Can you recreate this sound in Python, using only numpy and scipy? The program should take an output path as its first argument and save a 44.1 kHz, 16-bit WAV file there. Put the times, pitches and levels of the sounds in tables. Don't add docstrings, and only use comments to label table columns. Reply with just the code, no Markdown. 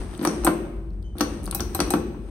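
import sys
import numpy as np
from scipy import signal
from scipy.fft import rfft, irfft
from scipy.io import wavfile
from scipy.ndimage import uniform_filter1d

SR = 44100
rng = np.random.default_rng(int(sys.argv[2]) if len(sys.argv) > 2 else 0)


def wav_out(sig):
    wavfile.write(sys.argv[1], SR, np.round(np.clip(np.atleast_2d(sig).T, -1, 1) * 32767).astype(np.int16))


N = 101429
BLOW_S = .005


def amp(db):
    return 10 ** (np.asarray(db) / 20)


def unit(x):
    return x / np.sqrt(np.mean(x ** 2) + 1e-20)


def read(points, hz):
    f, value = np.transpose(points)
    return np.interp(np.log(hz + 1), np.log(f + 1), value)


def level(points):
    return amp(np.interp(np.arange(N) / SR, *np.transpose(points)))


def add(mix, s, sound):
    part = mix[:, max(round(s * SR), 0):][:, :sound.shape[1]]
    part += sound[:, :part.shape[1]]


def colour(x, points):
    log_gain = np.log(amp(read(points, abs(np.fft.fftfreq(8192, 1 / SR)))))
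    taps = np.fft.ifft(np.exp(np.conj(signal.hilbert(log_gain)))).real[:4096]
    return signal.fftconvolve(x, taps[None], axes=1)[:, :x.shape[1]]


def stereo_hiss(size):
    # (frequency [Hz], left-right correlation [ratio])
    centring = [(20, .98), (300, .93), (500, .75), (800, .4), (1300, .1), (6000, .15), (9000, .3),
                (12000, .88), (16000, .93)]
    a, b = rfft(rng.standard_normal((2, size)))
    same = read(centring, np.fft.rfftfreq(size, 1 / SR))
    return irfft(np.array([a, same * a + np.sqrt(1 - same ** 2) * b]), size)


def direct(x, late_share=.72, lag_samples=4):
    delayed = np.pad(x, (lag_samples, 0))[:len(x)]
    return np.array([x, late_share * delayed + (1 - late_share) * x])


def dying(t60s, size):
    hz, t, spectra = signal.stft(stereo_hiss(size), SR, nperseg=128)
    fade = amp(-60 * t / np.maximum(read(t60s, hz), .002)[:, None])
    return signal.istft(spectra * fade, SR, nperseg=128)[1][:, :size]


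def ring(modes, size, detune=0, build_cycles=.88):
    t = np.arange(size) / SR
    return sum(amp(db - 60 * t / t60) * (1 - np.exp(-t * hz / build_cycles))
               * np.sin(2 * np.pi * hz * (1 + detune * rng.normal()) * t) for hz, db, t60 in modes)


def rumble(hum_hz=48.8):
    # (frequency [Hz], relative density [dB])
    spectrum = [(20, -52.5), (32, -20), (48, 4), (68, -5.5), (90, -5.5), (108, -20.5), (130, -10),
                (155, -16.5), (210, -10.5), (260, -35.5), (340, -28), (480, -32), (1000, -44.5),
                (2500, -58), (6000, -66), (8500, -57.5), (11000, -85), (16000, -76)]
    # (time [s], gain [dB])
    envelope = [(0, 5), (.28, -3.5), (.42, 1.5), (.6, -1.5), (1.0, 0.5), (1.3, 1), (1.44, 6.5), (1.56, 6.5),
                (1.75, 4), (2.0, -1), (2.3, 1.5)]
    noise = irfft(rfft(stereo_hiss(N)) * amp(read(spectrum, np.fft.rfftfreq(N, 1 / SR))), N)
    hum = amp(-38) * np.sin(2 * np.pi * (hum_hz * np.arange(N) / SR + rng.random()))
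    return level(envelope) * (amp(-35) * unit(noise) + hum)


def room(x, first_echo_s=.0018, early_t60_s=.21):
    # (frequency [Hz], T60 [s])
    tail_t60 = [(150, 1.56), (400, 0.78), (1000, 0.96), (2700, 0.8745), (5500, 0.65), (8500, 0.5857),
                (12000, 0.4), (16000, 2.41)]
    # (frequency [Hz], gain [dB])
    tail_colour = [(100, -3), (300, -4.5), (500, 2), (800, -11), (1300, -11.5), (2500, -2), (4200, -9),
                   (5900, -5.5), (8300, -8), (12000, -10.5), (16000, -20.5)]
    # (frequency [Hz], gain [dB])
    early_colour = [(100, -18), (330, -13.5), (700, -2), (1500, -1), (4000, -2), (16000, 0.5)]
    # (frequency [Hz], level [dB], T60 [s])
    modes = [(152.6, -70, 0.99), (213.2, -58, 0.67), (313.8, -53, 0.23), (335.8, -65, 0.84),
             (366.4, -64, 0.89), (389, -69.5, 2.1), (513.2, -69, 0.21), (786, -72.5, 0.69)]
    # (frequency [Hz], gain [dB])
    treble = [(100, 1), (11000, 0), (13500, -3.5), (15000, -10), (16000, -2.5)]
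    onset = np.clip(np.arange(SR) / SR / first_echo_s - 1, 0, 1)
    tail = unit(dying(tail_t60, SR) * onset) / np.sqrt(SR)
    early = unit(dying([(1, early_t60_s)], SR) * onset) / np.sqrt(SR)
    response = colour(tail, tail_colour) + amp(-4.5) * colour(early, early_colour) + ring(modes, SR)
    return signal.fftconvolve(x, colour(response, treble), axes=1)[:, :N]


def rub(grain_db=4.0, grains_per_s=600):
    # (time [s], level [dB])
    envelope = [(0, -35.5), (.08, -41.5), (.15, -39.5), (.19, -44.5), (.24, -30), (.33, -33), (.6, -48.5),
                (1.14, -77.5), (1.16, -54.5), (1.2, -32.5), (1.26, -36), (1.42, -45), (1.5, -45.5),
                (1.7, -43.5), (1.88, -35), (2.05, -62), (2.3, -50)]
    # (frequency [Hz], relative level [dB])
    spectrum = [(100, -21.5), (330, 19.5), (500, 4.5), (1200, 0.5), (2200, -7.5), (4000, -12.5),
                (6000, -14.5), (8500, -7.5), (12000, -26.5), (16000, -36)]
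    contacts = rng.random(N) < grains_per_s / SR
    strength = amp(grain_db * np.minimum(rng.exponential(1, N), 4))
    grains = contacts * strength * rng.choice([-1, 1], N)
    friction = unit(stereo_hiss(N)) + .54 * unit(direct(grains))
    return level(envelope) * unit(colour(friction, spectrum))


def squeak(length_s=.125, hz=3063, db=-55, rise_s=.008, fade_db_per_s=110):
    t = np.arange(0, length_s, 1 / SR)
    wobble, flutter = unit(uniform_filter1d(rng.standard_normal((2, N)), size=200))[:, :len(t)]
    phase = 2 * np.pi * np.cumsum(hz * (1 + .008 * wobble)) / SR
    tone = (np.sin(phase) + amp(-10) * np.sin(2 * phase)) * (1 + .3 * flutter)
    return direct(tone * np.minimum(t / rise_s, 1) * amp(db - fade_db_per_s * t))


def ticks(t60_s=.012, width_octaves=.25, skirt_db=-19):
    # (time [s], level [dB], centre frequency [Hz])
    touches = [(0.15, -44, 3400), (0.177, -42, 7700), (0.228, -38, 11800), (.2415, -39, 11900),
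               (0.251, -28, 11500), (.905, -61.5, 4500), (.933, -68, 5000), (1.026, -58, 7840),
               (1.027, -56, 4080), (1.183, -38, 4000), (1.1847, -35.5, 10500), (1.1968, -37, 4000),
               (1.433, -43, 9600), (1.4415, -40.5, 8150), (1.448, -44, 10700), (1.4569, -33, 8150),
               (1.463, -38, 9800), (1.4651, -39.5, 4470), (1.5113, -24.5, 9300), (1.5125, -34, 4250)]
    out, hz = np.zeros((2, N)), np.geomspace(200, 16000, 40)
    for s, db, centre_hz in touches:
        peak = np.exp(-.5 * (np.log2(hz / centre_hz) / width_octaves) ** 2) + amp(skirt_db)
        burst = dying([(centre_hz, t60_s)], size=1024)
        tick = colour(burst, list(zip(hz, 20 * np.log10(peak))))
        add(out, s, amp(db) * tick * np.sqrt(BLOW_S * SR / np.sum(tick ** 2)))
    return out


def weighted(x, band_db):
    centres = [280, 1100, 3500, 5900, 8800, 13000]
    edges = [120, 480, 2200, 5000, 7200, 11000, 16000]
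    power, hz = (abs(rfft(x)) ** 2).mean(0), np.fft.rfftfreq(x.shape[1], 1 / SR)
    energy = np.histogram(hz, edges, weights=power)[0] * 2 / x.shape[1]
    gain_db = np.array(band_db) - 10 * np.log10(energy / (BLOW_S * SR))
    return colour(x, list(zip(centres, gain_db)))


def blows(impacts, modes, spectrum, t60s, crack_db, rise_s, detune):
    out, size = np.zeros((2, N)), SR // 5
    t = np.arange(size) / SR
    crack = amp(crack_db) * direct(signal.unit_impulse(size))
    for s, *band_db in impacts:
        rattle = dying(t60s, size) * (1 - np.exp(-t / rise_s))
        blow = colour(crack + rattle, spectrum) + direct(ring(modes, size, detune))
        add(out, s, weighted(blow, band_db))
    return out


def plate_clacks():
    # (time [s], level [dB] in each band: thud, knock, crack, ring, fizz, air)
    impacts = [(.193, -18.5, -48, -39.5, -54, -67, -63), (.213, -19, -43, -39, -55, -54, -69.5),
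               (.2508, -18, -17.5, -26.5, -34, -23, -42), (.2735, -12, -24.5, -40, -23, -31, -42.5),
               (.437, -26, -33, -44, -46, -74, -66), (.4675, -37, -16, -22.5, -57, -26.5, -31.5),
               (.4738, -8, -14.5, -27, -36, -34.5, -54), (1.154, -28, -47, -77, -72, -80, -82),
               (1.2078, -12.5, -20, -24, -24.5, -39.5, -33.5), (1.2112, -16.5, -32.5, -29, -27, -30, -33),
               (1.477, -28.5, -35, -46.5, -50, -44, -58), (1.526, -48, -32.5, -35.5, -56, -60, -58),
               (1.597, -25.5, -36, -32, -58, -58, -54), (1.6055, -20, -32, -35.5, -24.5, -33, -40),
               (1.792, -15, -29, -35, -45, -58, -74), (1.8033, -13.5, -21.5, -20.5, -23, -21, -36),
               (1.875, -20.5, -34, -65, -62, -68, -49), (1.938, -7.5, -19, -28.5, -37, -43, -30.5),
               (2.145, -33.5, -41, -68, -76, -83, -88)]
    # (frequency [Hz], relative level [dB], T60 [s])
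    modes = [(171.3, -17, 0.11), (245.6, -10.5, 0.056), (300.4, -13.5, 0.1), (339.2, -5.5, 0.058),
             (380.7, -19.5, 0.073), (502.5, -13.5, 0.072), (827.5, -12, 0.14), (1125.3, -5, 0.11),
             (1290, -6, 0.035), (1378, -5, 0.036), (1538, -12, 0.029), (1780, -20.5, 0.029),
             (4540, -7, 0.0075), (5570, -28.5, 0.09), (5960, -14.5, 0.031)]
    # (frequency [Hz], gain [dB])
    spectrum = [(100, -28), (300, -8), (700, 13.5), (1300, 17.5), (2100, 1), (3500, -6), (6000, -3),
                (9000, -6.5), (12500, -9.5), (16000, -17.5)]
    # (frequency [Hz], T60 [s])
    t60s = [(200, 0.027), (1200, 0.024), (3000, 0.03), (6000, 0.0082), (14000, .014)]
    return blows(impacts, modes, spectrum, t60s, crack_db=16, rise_s=.0005, detune=.012)


def spring_snaps():
    # (time [s], level [dB] in each band: thud, knock, crack, ring, fizz, air)
    impacts = [(.447, -12.5, -21.5, -35.5, -30, -16.5, -23.5), (1.5478, -27.5, -28, -37, -30.5, -27.5, -19),
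               (1.7478, -27, -22.5, -34.5, -33.5, -27, -24), (1.9048, -22.5, -23, -33, -30, -22, -29.5)]
    # (frequency [Hz], relative level [dB], T60 [s])
    modes = [(335.5, -17.5, 0.19), (795, -13, 0.072), (2535, -11.5, 0.12), (4010, 6, .03),
             (5520, -38, .025), (6290, -11.5, 0.044), (8156, 5.5, 0.03), (8390, -3.5, 0.034),
             (8800, -7.5, 0.0052), (12170, 1.5, 0.016), (14950, -12.5, .025)]
    # (frequency [Hz], gain [dB])
    spectrum = [(100, -39.5), (700, -1.5), (2000, -5.5), (4000, 4.5), (6000, 7.5), (9000, 8.5), (12500, 10),
                (16000, 13)]
    # (frequency [Hz], T60 [s])
    t60s = [(200, 0.023), (2000, 0.083), (8000, 0.031), (15000, 0.0094)]
    return blows(impacts, modes, spectrum, t60s, crack_db=6, rise_s=.0012, detune=.004)


def scene():
    # (frequency [Hz], gain [dB])
    radiation = [(20, -36), (60, -25), (120, -13), (180, -1.5), (16000, -2)]
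    switch = colour(plate_clacks() + spring_snaps(), radiation)
    fingers = ticks()
    add(fingers, 1.037, squeak())
    return switch + fingers + room(switch + amp(-5) * fingers) + rub() + rumble()


def record(dry, fade_s=.002, cutoff_hz=15900):
    # (frequency [Hz], gain [dB])
    left_port = [(50, 1), (1000, 1), (6300, 1), (6700, -3), (7000, -12), (7450, -16), (7800, -7), (8100, 3),
                 (9300, 3), (11000, 0), (16000, -1)]
    right_port = [(50, -1.3), (1000, -1), (6300, -.5), (6700, -3), (7000, -12), (7450, -17), (7800, -11),
                  (8100, -3), (9300, -3), (11000, 0), (16000, -1)]
    ports = np.vstack([colour(dry[:1], left_port), colour(dry[1:], right_port)])
    ports = ports * signal.windows.tukey(N, 2 * fade_s * SR / N)
    lowpass = signal.firwin(201, cutoff_hz, window=("kaiser", 9), fs=SR)
    return signal.oaconvolve(ports, lowpass[None], "same")


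dry = scene()
out = record(dry)
wav_out(out)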